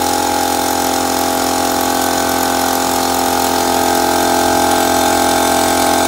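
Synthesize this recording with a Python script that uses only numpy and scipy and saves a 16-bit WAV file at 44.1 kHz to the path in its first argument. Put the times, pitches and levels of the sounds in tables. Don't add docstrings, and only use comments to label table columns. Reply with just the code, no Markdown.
import sys
import numpy as np
from scipy import signal
from scipy.io import wavfile
from scipy.ndimage import uniform_filter1d

SR = 44100
rng = np.random.default_rng(int(sys.argv[2]) if len(sys.argv) > 2 else 0)


def waveform_to_disk(signal):
    frames = np.transpose(np.atleast_2d(signal))
    scaled = np.clip(frames, -1, 1) * 32767
    samples = np.round(scaled).astype(np.int16)
    wavfile.write(sys.argv[1], SR, samples)


def to_linear_factor(level_db):
    exponent = np.asarray(level_db, float) / 20
    return 10 ** exponent


N = 267951
T = np.arange(N) / SR

# (time [s], speed [turns/s])
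SHAFT_SPEED = [(0.0, 43.59), (6.08, 43.272)]
# (time [s], aim [0 turned away - 1 facing the pump])
MIC_AIM = [(0, 0.014), (3, 0), (3.5, 0.34), (4, 0.79), (4.5, 1), (6.08, 0.98)]
# (time [s], openness [0 hidden - 1 open])
HEAD_VIEW = [(0, 0), (3.3, 0), (3.7, .2), (4.55, .35), (4.75, .7), (5.4, 1), (6.08, 1)]
# (multiple [1], away [dB rms], facing [dB rms])
BODY_ORDERS = [(1, -49.5, -45.5), (2, -36.5, -34), (3, -79, -47.5), (4, -41, -40), (5, -41.5, -39.5),
               (6, -24, -23.5), (7, -29, -27), (8, -29, -26.5), (9, -34, -34), (10, -29.5, -27),
               (11, -40.5, -36.5), (12, -31, -36), (13, -43.5, -34), (14, -39, -35.5), (15, -26.5, -23.5),
               (16, -29, -23.5), (17, -32, -36), (18, -26, -24.5), (19, -24, -20.5), (20, -35.5, -29.5),
               (21, -33, -30.5)]
# (multiple [1], away [dB rms], facing [dB rms])
UPPER_ORDERS = [(22, -49, -44), (23, -40, -41), (24, -38, -45.5), (25, -42.5, -31.5), (26, -32.5, -48),
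                (27, -46.5, -45.5), (28, -35, -45), (29, -38.5, -33), (30, -38, -35.5), (31, -49, -39),
                (32, -40, -35), (33, -42, -40), (34, -54, -36), (35, -43, -47), (36, -38.5, -29),
                (37, -44, -43), (38, -45, -50), (39, -62, -49), (40, -55, -47), (41, -47.5, -56),
                (43, -56, -53), (44, -44, -46)]
# (crank angle [turns], frequency [Hz], width [Hz], signed strength [1])
PRESSURE_PUFFS = [(.077, 350, 200, -1.), (.64, 300, 150, .6), (.83, 300, 150, .6), (.625, 190, 40, 2.),
                  (.838, 262, 18, 1.5), (.132, 565, 45, 1.5), (.952, 780, 200, 1.), (.686, 820, 55, 1.3),
                  (.497, 650, 55, -.9), (.985, 1085, 60, 2.), (.9, 1260, 60, 2.), (.33, 1410, 40, 2.),
                  (.104, 1540, 50, 2.), (.895, 1350, 500, .4)]
# (frequency [Hz], width [Hz], slip [rad], stroke centre [turns], stroke length [turns])
REED_SLIP = (812, 66, .7, .45, .27)
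# (frequency [Hz], width [Hz], lag [rad])
FLOOR_ECHO = (365, 45, .8)
# (time [s], frequency [Hz], level [dB])
HALL_SPOTS = [(.1, 175, -6), (.1, 218, -11), (.2, 261, -2.5), (0.11, 653, -3.5), (0.22, 697, -2.5),
              (0.23, 740, -7), (0.08, 827, 3), (.1, 871, 4), (0.36, 1132, -5.5), (.3, 1219, -11),
              (.1, 1567, 2.5), (2.26, 1522, 12.5), (2.4, 1200, -15), (2.7, 1216, 8), (3.1, 651, -2),
              (2.3, 1500, 6.5), (3.2, 304, -7.5), (3.2, 781, 1.5), (3.3, 911, 5.5), (4.2, 347, 2.5),
              (4, 434, 2), (4.75, 520, -16), (4.06, 1084, -7), (4.2, 954, 9), (3.5, 1258, 5),
              (.2, 1045, -17), (3.8, 1128, -8), (3.2, 1171, 7), (1.5, 1088, 2), (3.4, 1301, -6)]
# (time [s], level [dB])
INTAKE_LEVEL = [(0.0, -33), (6.08, -32)]
# (frequency [Hz], width [Hz], level [dB], open-stroke centre [turns], depth [dB])
INTAKE_TONES = [(812, 63, -2, 0.25, -10), (1414, 100, -1.5, .02, 1.5), (699, 144, -4, 0.41, -9),
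                (926, 90, -7, 0.67, -1)]
HEAD_MODE_HZ = [2160, 3180, 3590, 4090, 5335, 6005, 6720, 6870, 7900, 9030, 9545, 9560, 10600, 14150, 2300,
                2555]
# (width [Hz], crank angle [turns], hidden [dB], in view [dB], steady share [0-1])
HEAD_RINGING = [(57, .93, -42.5, -39, 0.87), (90, .93, -43.5, -40.5, 0.63), (91, 0.93, -36.5, -30.5, 0.68),
                (220, 0.99, -35.5, -34, 0.52), (110, .91, -33.5, -36.5, 0.2), (79.4, .89, -36, -35, 0.54),
                (120, 0.74, -36, -36, 0.5), (120, .88, -33, -37, 0.19), (45.5, 0.98, -40, -32, 0.4),
                (260, 0.75, -43.5, -32, 0.04), (150, .66, -39, -52, 0.5), (220, 0.97, -48, -42, 0.25),
                (150, 0.81, -49, -40, 0.07), (360, 0.69, -39, -41, 0.4), (50, 0.75, -48, -36.5, 0.2),
                (60, 0.78, -44.5, -44, 0.74)]
HEAD_RATTLE_MS = [3, 3, 4, 2, 1.2, 4.5, 3.5, 2.2, 5, 1.3, 2.5, 2.5, 2.5, 4, 3, 3]
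# (frequency [Hz], width [Hz], level [dB])
PLATE_MODES = [
    (12220, 260, 0),
    (11500, 300, -5),
    (8300, 1600, -5),
]
# (start [s], length [s], level [dB])
SQUEAK_SPELLS = [(.01, .03, -27), (.40, .09, -28), (.60, .14, -27), (.81, .07, -25), (1.18, .04, -21.5),
                 (1.32, .06, -25), (1.43, .02, -26), (1.62, .02, -26), (1.71, .02, -24), (1.80, .07, -22),
                 (1.89, .07, -24), (2.01, .06, -21), (2.12, .02, -31), (2.28, .07, -23), (2.37, .07, -24),
                 (2.49, .04, -27), (2.58, .04, -24), (2.65, .04, -23), (2.72, .04, -21), (2.90, .07, -22),
                 (3.13, .07, -23.5), (3.25, .09, -24), (3.36, .14, -25.5), (3.82, .02, -20),
                 (3.94, .04, -24), (4.12, .02, -27), (4.22, .02, -20), (4.56, .07, -26), (4.79, .07, -24),
                 (4.95, .09, -25)]
# (frequency [Hz], density [dB per Hz])
AIR_SPECTRUM = [(22, -87), (45, -65), (250, -63.5), (500, -63.5), (1000, -61), (1600, -62.5), (2000, -64.5),
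                (2800, -65), (3800, -62.5), (7000, -64.5), (9500, -66), (13000, -70), (15000, -70.5),
                (15700, -65.5)]
# (time [s], level [dB])
AIR_TRIM = [(0.0, -1), (6.08, 1.5)]
# (time [s], frequency [Hz], level [dB])
MOTOR_COAST = [(3.38, 325, -60), (3.46, 278, -42), (3.6, 263, -37), (3.8, 237, -40), (4.05, 220, -58)]

FIRST_TURN = .049
SPOT_S, SPOT_HZ = 0.53, 20
SEATED_DB = -39
EDGE_HZ = 15750
KNEE = .6


def evened(x):
    return x / np.sqrt(np.mean(x ** 2) + 1e-20)


def curve(rows, col=1):
    rows = np.array(rows, float)
    return np.interp(T, rows[:, 0], rows[:, col])


def resonate(x, hz, width_hz):
    r = np.exp(-np.pi * width_hz / SR)
    return signal.lfilter([1, 0, -r], [1, -2 * r * np.cos(2 * np.pi * hz / SR), r * r], x)


def drift(rate_hz, count):
    knots = rng.standard_normal((count, 200))
    return np.array([np.interp(T * rate_hz, np.arange(len(k)), k) for k in knots])


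def burst(turns, angle, strength_db, decay_s, knock=0):
    since = turns - angle + 1
    fade = np.exp(-(since % 1) / curve(SHAFT_SPEED) / decay_s)
    first = np.diff(np.floor(since), prepend=np.floor(since[0]))
    strength = to_linear_factor(strength_db[since.astype(int)])
    return strength * (fade * rng.standard_normal(N) + knock * first)


def reed_slide(turns):
    _, _, slip_rad, centre, length = REED_SLIP
    since = turns - 1 / 6
    slip = slip_rad * np.exp(-((since % 1 - centre) / length) ** 2 / 2)
    draws = np.clip(rng.standard_normal(300), -1.8, 1.8)
    return np.exp(1j * slip * draws[(since + 1).astype(int)] + slip ** 2 / 2)


def hall_gain_db(order_hz):
    return sum(db * np.exp(-((T - s) / SPOT_S) ** 2 / 2) * np.exp(-((order_hz - hz) / SPOT_HZ) ** 2)
               for s, hz, db in HALL_SPOTS if abs(order_hz - hz) < 2 * SPOT_HZ)


def hum(turns, aim, wander_db=.5, wander_rad=0.12):
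    reed_hz, reed_width_hz = REED_SLIP[:2]
    echo_hz, echo_width_hz, echo_rad = FLOOR_ECHO
    slide = reed_slide(turns)
    orders = list(BODY_ORDERS) + list(UPPER_ORDERS)
    out, shake = np.zeros(N), drift(9., count=2 * len(orders))
    for i, (k, away_db, facing_db) in enumerate(orders):
        k = round(k)
        order_hz = k * SHAFT_SPEED[0][1]
        puff = sum(s * np.exp(-((order_hz - hz) / w) ** 2 / 2 - 2j * np.pi * k * a)
                   for a, hz, w, s in PRESSURE_PUFFS)
        db = away_db + (facing_db - away_db) * aim + hall_gain_db(order_hz) + wander_db * shake[2 * i]
        lag = echo_rad * np.exp(-((order_hz - echo_hz) / echo_width_hz) ** 2) * aim
        phase = 2 * np.pi * k * turns + np.angle(puff) - lag + wander_rad * shake[2 * i + 1]
        sung = np.exp(-((order_hz - reed_hz) / reed_width_hz) ** 4)
        out += to_linear_factor(db) * np.sqrt(2) * (np.exp(1j * phase) * (1 - sung + sung * slide)).real
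    return out


def flutter(turns):
    out = np.zeros(N)
    for hz, width_hz, db, centre, depth_db in INTAKE_TONES:
        tone = resonate(rng.standard_normal(N), hz, width_hz)
        tone = evened(resonate(tone, hz, 1.76 * width_hz))
        stroke_db = depth_db / 2 * np.cos(2 * np.pi * (turns - centre))
        out += to_linear_factor(db + stroke_db) * tone
    return to_linear_factor(curve(INTAKE_LEVEL)) * out


def clack(turns, view, shared_db=1.4, own_db=1.0, knock=16., skirt=4.):
    out, blows = np.zeros(N), rng.standard_normal((300, len(HEAD_RINGING) + 1))
    modes = zip(HEAD_RINGING, HEAD_MODE_HZ, HEAD_RATTLE_MS)
    for i, ((width_hz, angle, hidden_db, open_db, steady), hz, rattle_ms) in enumerate(modes):
        steady = np.clip(steady, 0, 1)
        blow_db = shared_db * blows[:, -1] + own_db * blows[:, i]
        slam = evened(burst(turns, angle, blow_db, rattle_ms / 1000, knock))
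        drive = np.sqrt(1 - steady) * slam + np.sqrt(steady) * rng.standard_normal(N)
        ring = resonate(resonate(drive, hz, width_hz), hz, skirt * width_hz)
        out += to_linear_factor(hidden_db + (open_db - hidden_db) * view) * evened(ring)
    return out


def squeak(turns, angle=.82, spread_db=1.2, decay_s=.0013, trim_db=-6, knock=7.):
    drive = burst(turns, angle, spread_db * rng.standard_normal(300), decay_s, knock)
    ring = evened(sum(to_linear_factor(db) * evened(resonate(resonate(drive, hz, w), hz, 2 * w))
                      for hz, w, db in PLATE_MODES))
    struck_s = np.interp(np.floor(turns - angle) + angle, turns, T)
    level_db = np.full(N, float(SEATED_DB))
    for start_s, length_s, db in SQUEAK_SPELLS:
        level_db = np.where((struck_s >= start_s) & (struck_s < start_s + length_s), db, level_db)
    return to_linear_factor(level_db + trim_db) * ring


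def hiss(turns, puff=0.98, decay_s=0.01, spread_db=2.1, patchy_db=1.13, corner_hz=2500):
    air = rng.standard_normal(N)
    discharge = evened(burst(turns, .88, spread_db * rng.standard_normal(300), decay_s))
    hz, _, low = signal.stft(air, SR, nperseg=1024)
    high = signal.stft(evened(air + puff * discharge), SR, nperseg=1024)[2]
    share = (1 / (1 + (corner_hz / (hz + 1)) ** 4))[:, None]
    patches = rng.standard_normal(low.T.shape).T
    patches = evened(uniform_filter1d(uniform_filter1d(patches, 10, 0), 10, 1))
    table_hz, table_db = np.transpose(AIR_SPECTRUM)
    density_db = np.interp(np.log(hz + 1), np.log(table_hz), table_db)[:, None]
    colour = to_linear_factor(density_db + patchy_db * patches) * np.sqrt(SR / 2)
    spectrum = ((1 - share) * low + share * high) * colour
    return to_linear_factor(curve(AIR_TRIM)) * signal.istft(spectrum, SR, nperseg=1024)[1][:N]


def coast():
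    on = (T > MOTOR_COAST[0][0]) & (T < MOTOR_COAST[-1][0])
    phase = 2 * np.pi * np.cumsum(curve(MOTOR_COAST)) / SR
    return on * to_linear_factor(curve(MOTOR_COAST, col=2)) * np.sqrt(2) * np.sin(phase)


def scene():
    turns = FIRST_TURN + np.cumsum(curve(SHAFT_SPEED)) / SR
    pump = hum(turns, np.clip(curve(MIC_AIM), 0, 1)) + flutter(turns)
    pump = pump + clack(turns, curve(HEAD_VIEW)) + squeak(turns)
    return (pump + hiss(turns) + coast())[None]


def band_limit(x):
    return signal.sosfilt(signal.butter(12, 16850, fs=SR, output="sos"), x)


def record(dry):
    thinned = signal.sosfilt(signal.butter(4, 36, "high", fs=SR, output="sos"), dry)
    over = np.maximum(abs(thinned) - KNEE, 0)
    softened = thinned - np.sign(thinned) * (over - (1 - KNEE) * np.tanh(over / (1 - KNEE)))
    edge = signal.firwin(1501, EDGE_HZ, window=("kaiser", 11), fs=SR)
    mix = signal.oaconvolve(softened, edge[None], "same")
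    return band_limit(mix)


dry = scene()
out = record(dry)
waveform_to_disk(out)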